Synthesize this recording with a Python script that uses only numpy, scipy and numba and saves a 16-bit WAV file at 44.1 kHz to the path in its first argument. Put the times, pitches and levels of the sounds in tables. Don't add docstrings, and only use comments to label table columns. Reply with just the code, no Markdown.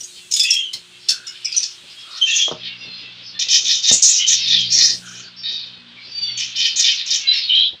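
import sys
import numpy as np
from scipy import signal
from scipy.fft import rfft, irfft, next_fast_len
from scipy.io import wavfile
from scipy.ndimage import uniform_filter1d, minimum_filter1d
from numba import njit

SR = 44100
rng = np.random.default_rng(int(sys.argv[2]) if len(sys.argv) > 2 else 0)


def file_out(sig):
    cols = np.atleast_2d(sig).T
    lim = np.clip(cols, -1, 1)
    pcm = np.round(lim * 32767).astype(np.int16)
    wavfile.write(sys.argv[1], SR, pcm)


N = 343980

# (time [s], level [dB])
HUM_LEVEL = [(0, -68.5), (2.5, -65.5), (2.62, -50.5), (3.3, -58.5), (4.1, -70), (4.55, -43), (5.3, -53.5),
             (6.5, -57.5), (7.2, -61.5), (7.4, -61), (7.8, -65.5)]


def from_db(db):
    return 10 ** (np.asarray(db) / 20)


def rms_one(x):
    return x / np.sqrt(np.mean(x ** 2) + 1e-20)


def in_time(rows):
    s, *columns = np.transpose(rows)
    return [np.interp(np.arange(N) / SR, s, c) for c in columns]


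def drift(rate_hz, count=N):
    r = np.exp(-2 * np.pi * rate_hz / SR)
    noise = rng.standard_normal(count + 8000)
    return rms_one(signal.lfilter([1], [1, -2 * r, r * r], noise)[8000:])


def band(x, low_hz, high_hz):
    return signal.sosfilt(signal.butter(2, [low_hz, high_hz], "band", fs=SR, output="sos"), x)


def mains_hum():
    # (frequency [Hz], level against the hum level [dB])
    partials = [(60, -27), (120, 0), (180, -1.5), (240, -7), (300, -15.5), (360, -17), (420, -20.5)]
    t = np.arange(N) / SR
    hum = 0
    for hz, db in partials:
        wavering_phase = 2 * np.pi * hz * t + .5 * drift(5.1)
        hum = hum + from_db(db + 3.4 * drift(3.4)) * np.sin(wavering_phase)
    return from_db(in_time(HUM_LEVEL)[0]) * hum


def whine():
    # (time [s], amplitude level [dB])
    whine_level = [(0.0, -59.5), (1.68, -61.5), (2.3, -72)]
    t = np.arange(N) / SR
    sounding = t < whine_level[-1][0]
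    tone = np.sin(2 * np.pi * 360 * t + .5 * drift(2.1))
    return from_db(in_time(whine_level)[0]) * sounding * tone


def rumble():
    base_db, follows = -61, 0.31
    swell_s, swell_width_s, swell_db = 4.857, 0.17, 10.5
    t = np.arange(N) / SR
    swell = swell_db * np.exp(-((t - swell_s) / swell_width_s) ** 2)
    level_db = base_db + follows * (in_time(HUM_LEVEL)[0] + 57.5) + swell
    return from_db(level_db + 4.9 * drift(11)) * rms_one(band(rng.standard_normal(N), 62, 514))


def treble_hiss():
    # (time [s], level [dB])
    treble_level = [(0, -43.5), (.7, -56), (2.2, -53), (2.55, -85.5), (4.55, -81), (4.95, -44.5),
                    (5.15, -54), (5.3, -82.5), (7.8, -87.5)]
    noise = band(band(rng.standard_normal(N), 5600, 8900), 4000, 12500)
    return from_db(in_time(treble_level)[0]) * rms_one(noise)


def air_noise():
    # (time [s], level [dB])
    air_level = [(0, -56.5), (1.5, -51.5), (3, -50), (5, -52.5), (7.2, -50), (7.8, -54.5)]
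    # (frequency [Hz], density [dB per Hz])
    air_spectrum = [(15, -53), (25, -26.5), (64, -30.5), (118, -12.5), (366, -34.5), (504, -9.5),
                    (1530, 2.5), (2760, -1), (3360, 6), (4980, -16), (9000, -24.5), (11700, -71),
                    (19800, -120)]
    hz, db = np.transpose(air_spectrum)
    bins_hz = np.fft.rfftfreq(N, 1 / SR)
    colour = from_db(np.interp(np.log(bins_hz + 1), np.log(hz), db))
    noise = rms_one(irfft(rfft(rng.standard_normal(N)) * colour, N))
    return from_db(in_time(air_level)[0] + 0.89 * drift(0.93)) * noise


def stack(hz, centre_hz, spread_hz, hoarse):
    count = len(hz)
    shaken_hz = hz + 130 * hoarse * hz / centre_hz * drift(133.4, count=count)
    phase = 2 * np.pi * np.cumsum(shaken_hz) / SR
    k = np.arange(1, int(10000 / hz.max()) + 1)[:, None]
    fall_db = -6.0 * np.abs((k * hz - centre_hz) / spread_hz) ** 1.407
    fall_db -= 4.2 * np.clip(10 * (k * hz / centre_hz - 1), 0, 1)
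    tones = np.sum(from_db(fall_db) * np.sin(k * phase + k ** 2), axis=0)
    return np.sqrt(2) * tones * from_db(4.58 * hoarse * drift(110, count=count))


def far_flock():
    # (time [s], level of notes and of murmur before its own wavering [dB])
    far_level = [(0, -49), (2.5, -40.5), (3.3, -40.5), (4.43, -27.5), (5.1, -44.5), (5.8, -48), (6.5, -34),
                 (7.4, -31), (7.8, -49)]
    notes_per_s = 22
    out = np.zeros(N + SR)
    for when, length, pitch, colour, loud in rng.random((int(notes_per_s * N / SR), 5)):
        size = int((0.04 + .12 * length) * SR)
        hz = (520 + 200 * pitch) * np.linspace(1.01, .99, size)
        note = stack(hz, 2700 + 2500 * colour, 480, hoarse=.45)
        out[int(when * N):][:size] += note * np.hanning(size) ** .5 * from_db(-12 * loud)
    blur = rms_one(band(band(rng.standard_normal(N), 2400, 4600), 2200, 5000))
    murmur = from_db(-2.5 + 1.5 * drift(6)) * blur
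    return from_db(in_time(far_level)[0]) * (rms_one(out[:N]) + murmur)


def knocks():
    # (time [s], scuff drive [dB], thud drive against it [dB])
    blow_rows = [(2.481, -17.5, -38), (2.513, -16, -22), (2.522, -16.5, -22), (3.467, -37, -17),
                 (3.913, -21.5, -12), (3.931, -31, -9.5), (3.954, -50, -9)]
    # (frequency [Hz], drive gain [dB], 60 dB decay time [s])
    cage_modes = [(375, -37, 0.047), (480, -26.5, 0.066), (630, -29.5, 0.046), (811, -28.5, 0.022),
                  (1256, -36.5, 0.051)]
    blows = np.zeros((2, N))
    for s, scuff_db, thud_db in blow_rows:
        blows[:, round(s * SR)] = from_db([scuff_db, scuff_db + thud_db])
    decays = signal.lfilter([1], [1, -.992], blows)
    scuff, thud = decays * rng.standard_normal((2, N)) + 1e-18
    out = from_db(11.5) * band(scuff, 404, 900) + from_db(32) * band(band(thud, 81, 270), 80, 510)
    for hz, gain_db, t60 in cage_modes:
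        r, w = from_db(-60 / (t60 * SR)), 2 * np.pi * hz / SR
        mode = [0, np.sin(w)], [1, -2 * r * np.cos(w), r * r]
        out += from_db(gain_db) * signal.lfilter(*mode, band(scuff, 450, 1600))
    return out


def chips():
    # (time [s], level before halving [dB], fundamental after the drop [Hz], beak resonance [Hz],
    #  starting hiss gain against the tone [dB])
    chip_rows = [(.002, -23.5, 2810, 5530, -4.5), (0.03, -26, 1646, 6600, -3),
                 (0.311, -13, 1314, 6300, -3.5), (.335, -6.5, 1720, 6220, -6.5),
                 (0.362, -24.5, 1273, 4460, 14.5), (.392, -7, 2467, 5200, -2), (.431, -9, 2430, 5060, -2),
                 (0.502, -5.5, 2725, 5470, -8), (0.534, -19, 2754, 5100, 5.5), (0.73, -21, 999, 4480, 2.5),
                 (1.085, -9, 873, 5250, -2.5), (1.098, -15, 868, 4880, 4), (1.266, -19.5, 1727, 5560, -9.5),
                 (1.446, -15.5, 2490, 5470, -16), (1.517, -20, 2404, 4820, -16),
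                 (1.539, -23.5, 1327, 4370, -17), (1.563, -6, 2900, 6220, -22),
                 (1.626, -11.5, 861, 5340, -21), (2.359, -7, 3160, 6240, -25), (3.922, -5, 654, 6560, -13),
                 (4.02, 3, 608, 6440, -23.5), (6.391, -19.5, 655, 5700, -26),
                 (6.797, -9.5, 637, 5430, -15.5)]
    dip, dip_s = 0.0904, 0.0081
    hold_s, t60_s = 0.013, .075
    shake_db = .3
    out, t = np.zeros(N + SR), np.arange(SR // 5) / SR
    shape = np.minimum(t / 0.005, 1) * from_db(-60 * np.maximum(t - hold_s, 0) / t60_s)
    for s, level_db, hz, beak_hz, hiss_db in chip_rows:
        pitch_hz = hz * (1 + dip * np.exp(-t / dip_s)) * from_db(shake_db * drift(250, count=len(t)))
        tone = stack(pitch_hz, beak_hz, 1076, hoarse=0.83)
        hiss = rms_one(band(band(rng.standard_normal(len(t)), 2800, 8400), 2700, 9800))
        hiss *= from_db(-40 * t / t60_s)
        out[round(s * SR):][:len(t)] += from_db(level_db) * (tone + from_db(hiss_db) * hiss) * shape / 2
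    return out[:N]


def notes():
    note_rows = [ (0.356, 0.421, .5, -19.5, 3580, 3405, 0.98, .7),
                 (0.497, 0.57, .7, -19.5, 3380, 3122, 1, 0.5),
                 (0.437, 0.453, .64, -21.5, 2643, 2846, 4, 0.7),
                 (1.087, 1.103, 1.38, -42.5, 1535, 1514, 1, 0.71),
                 (1.442, 1.446, 1.67, -37, 2424, 2615, 1, 0.91),
                 (1.963, 2, 2.08, -36.5, 3310, 3310, 6, 0.25),
                 (2.048, 2.162, 2.22, -45, 1350, 1345, 2, 0.8),
                 (2.21, 2.235, 2.255, -9.5, 3125, 3173, 1, 0.34),
                 (2.261, 2.286, 2.43, -19.5, 2598, 2860, 3, 0.65),
                 (2.309, 2.333, 2.37, -18.5, 3250, 3450, 1, .8),
                 (2.384, 2.406, 2.5, -16, 3350, 3307, 1, 0.58),
                 (2.799, 2.816, 2.95, -36, 2790, 2646, 5, 0.26),
                 (3.28, 3.305, 3.33, -37, 4440, 4460, 8, .25),
                 (3.345, 3.372, 3.39, -41.5, 1820, 1810, 3, 0.24),
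                 (3.657, 3.73, 3.82, -20.5, 3640, 3680, 6, 0.71),
                 (3.836, 3.933, 3.93, -17, 3685, 3670, 6, 0.65),
                 (3.99, 3.998, 4.06, -41, 2280, 2290, 1, .3), (4.18, 4.256, 4.28, -19, 3037, 3036, 1, 0.73),
                 (4.455, 4.541, 4.66, -15, 3785, 3186, 6, 0.77),
                 (4.702, 4.754, 4.83, -17, 5450, 5700, 5, 0.61),
                 (4.749, 4.79, 4.94, -33, 2067, 1820, 3, 0.94),
                 (5.014, 5.046, 5.3, -44, 1523, 1535, 2, .83),
                 (5.36, 5.396, 5.64, -32, 5400, 5340, 7.68, 0.32),
                 (5.432, 5.468, 5.65, -20, 3830, 3820, 5.45, 0.63),
                 (5.963, 5.971, 6.06, -40.5, 2280, 2340, 2, 0.55),
                 (6.112, 6.228, 6.45, -24, 4676, 4494, 4.02, 0.13),
                 (6.207, 6.25, 6.37, -29.5, 3530, 3400, 6, 0.28),
                 (7.267, 7.294, 7.335, -10, 4018, 4104, 5.17, 0.35),
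                 (7.325, 7.337, 7.44, -25.5, 5630, 4870, 4, .7),
                 (7.423, 7.457, 7.49, -24, 4360, 4270, 8, 0.18),
                 (7.487, 7.557, 7.7, -13, 3056, 3440, 5, 0.78),
                 (7.476, 7.619, 7.7, -16.5, 3876, 3863, 6, 0.78), ]
    rise_db, fall_db = 8, 12.5
    pitch_per_db = .0015
    spread_clear, spread_hoarse = 0.6, 0.34
    out = np.zeros(N)
    for start, loudest, end, level_db, first_hz, last_hz, number, hoarse in note_rows:
        a, b = round(start * SR), round(end * SR)
        under_db = np.interp(np.arange(a, b) / SR, [start, loudest, end], [rise_db, 0, fall_db])
        overtone_hz = np.linspace(first_hz, last_hz, b - a) * (1 - pitch_per_db * under_db)
        hz = overtone_hz / round(number)
        spread_hz = hz * (spread_clear + (spread_hoarse - spread_clear) * hoarse)
        edges = signal.windows.tukey(b - a, min(1, 0.017 * SR / (b - a)))
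        voice = stack(hz, hz * number, spread_hz, hoarse)
        out[a:b] += voice * edges * from_db(level_db - under_db)
    return out


def syrinx(hz):
    cycles = np.cumsum(hz) / SR
    steps = np.floor(cycles) + np.clip((cycles % 1) * SR / hz, 0, 1)
    return rms_one(np.diff(steps, prepend=0) - hz / SR)


@njit
def moving_resonance(x, hz, r, sr):
    y = np.zeros(len(x))
    for i in range(2, len(x)):
        drive = (1 - r * r) / 2 * (x[i] - x[i - 2])
        y[i] = drive + 2 * r * np.cos(2 * np.pi * hz[i] / sr) * y[i - 1] - r * r * y[i - 2]
    return y


def cavity(x, hz, width_hz):
    r = np.exp(-np.pi * width_hz / SR)
    return rms_one(moving_resonance(moving_resonance(x, hz, r, SR), hz, r, SR))


def rasps():
    rasp_rows = [ (0.153, .19, .25, -39.5, 3130, -43, 4550), (.305, .4, .62, -51, 3300, -23, 6850),
                 (1.318, 1.37, 1.43, -38, 3250, -47, 4500), (1.507, 1.6, 1.76, -37, 3440, -27.5, 5300),
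                 (2.103, 2.187, 2.23, -28, 3900, -32, 5080), (2.247, 2.376, 2.53, -22.5, 3370, -20, 5880),
                 (2.63, 2.668, 2.75, -25, 3530, -32, 4340), (3.39, 3.42, 3.48, -18.5, 3730, -19, 6200),
                 (3.482, 3.552, 3.635, -13, 3440, -9, 5800), (3.64, 3.711, 3.81, -14, 3660, -12, 5940),
                 (3.822, 3.904, 3.94, -16, 3600, -13.5, 5500), (3.909, 3.948, 4.01, -22, 4130, -7.5, 6760),
                 (4.023, 4.064, 4.23, -19.5, 3920, -5, 6150), (4.263, 4.329, 4.41, -14, 3600, -9.5, 5820),
                 (4.421, 4.55, 4.68, -15.5, 3780, -20.5, 5180), (4.697, 4.84, 4.96, -15.5, 4110, -10, 5700),
                 (5.028, 5.203, 5.27, -39, 2950, -35, 6080), (5.433, 5.457, 5.78, -25.5, 3620, -33.5, 4540),
                 (5.862, 5.894, 6.05, -42.5, 3410, -67, 4600), (6.371, 6.405, 6.53, -22, 3170, -23, 5700),
                 (6.549, 6.665, 6.75, -14.5, 3170, -16.5, 4960),
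                 (6.756, 6.811, 6.84, -16.5, 3830, -13, 5940), (6.818, 6.887, 6.97, -11, 3440, -14, 5430),
                 (6.953, 7.025, 7.07, -21.5, 3870, -45, 5150), (7.057, 7.15, 7.24, -21, 3400, -16.5, 5710),
                 (7.317, 7.334, 7.5, -17.5, 3940, -29.5, 4870), (7.488, 7.566, 7.73, -26, 3200, -42, 4930),
                 ]
    pitch_hz, throat_width_hz, beak_width_hz = 603.8, 1000, 1400
    throat_sag, beak_sag = 600, 1800
    chest_hz, chest_hz_per_db, chest_width_hz, chest_db = 1964, 46, 880, -15
    calls, spill = np.zeros(N), np.zeros(N)
    for start, loudest, end, throat_db, throat_hz, beak_db, beak_hz in rasp_rows:
        a, size = round(start * SR), round((end - start) * SR)
        n = np.arange(size)
        rise = (loudest - start) * SR
        left, right = [syrinx(pitch_hz * side * from_db(.21 * drift(90, count=size))) for side in (1, 1.04)]
        source = left + right + .75 * rng.standard_normal(size)
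        source = source * from_db(1.5 * drift(120, count=size))
        effort_db = np.interp((a + n) / SR, [start, start + 0.017, loudest, end - .03, end],
                              [-2.5, -8.5, -2.5, -17.0, -21.5])
        past = (n - size / 2) / SR

        throat_gain_db = throat_db + 2.2 * drift(35, count=size)
        beak_gain_db = beak_db + 2.2 * drift(35, count=size)
        throat_centre = (throat_hz - throat_sag * past) * from_db(0.31 * drift(17, count=size))
        throat = cavity(source, throat_centre, throat_width_hz)
        throat -= from_db(chest_db) * cavity(source, chest_hz - chest_hz_per_db * effort_db, chest_width_hz)
        opening = 1 - 0.1 * np.exp(-n / (0.16 * rise))
        beak_centre = opening * (beak_hz - beak_sag * past) * from_db(0.56 * drift(14, count=size))
        beak = cavity(source, beak_centre, beak_width_hz)

        onset = np.minimum(n / (0.22 * rise), 1)
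        voice = from_db(throat_gain_db) * throat - from_db(beak_gain_db) * beak
        calls[a:a + size] += onset * from_db(effort_db) * voice
        spill[a:a + size] += onset * from_db(1.7 * effort_db + beak_gain_db) * source
    windpipe = np.vstack([signal.butter(4, 1250, "high", fs=SR, output="sos"),
                          signal.butter(12, 7300, fs=SR, output="sos")])
    hiss = from_db(-34.5) * band(spill, 8200, 11600) + from_db(-44.5) * band(spill, 13800, 16000)
    return signal.sosfilt(windpipe, calls) + hiss


def aviary(x):
    low_t60_s, wall_cut_hz = 0.2, 30000
    size = next_fast_len(N + SR)
    hz = np.fft.rfftfreq(size, 1 / SR)
    t60 = low_t60_s / (1 + (hz / wall_cut_hz) ** 2)
    combs = 0
    for k, lag in enumerate(rng.uniform(.008, .03, 10)):
        back = from_db(-60 * lag / t60) * np.exp(-2j * np.pi * hz * lag)
        combs = combs + (-1) ** k * back / (1 - back)
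    return irfft(rfft(x, size) * combs, size)[:N]


def scene():
    birds = notes() + chips() + knocks() + rasps() + far_flock()
    room_db = -13.5
    surroundings = mains_hum() + whine() + rumble() + treble_hiss() + air_noise()
    return (birds + from_db(room_db) * aviary(birds) + surroundings)[None]


def record(dry):
    port = dry + from_db(24) * band(band(dry, 14200, 16000), 14200, 16000)
    allowed = minimum_filter1d(1 / np.maximum(np.abs(port), 1), size=265)
    limited = port * uniform_filter1d(allowed, size=133)
    top_cut = signal.cheby2(16, 90, 16300, fs=SR, output="sos")
    return signal.sosfilt(top_cut, limited)


dry = scene()
out = record(dry)
file_out(out)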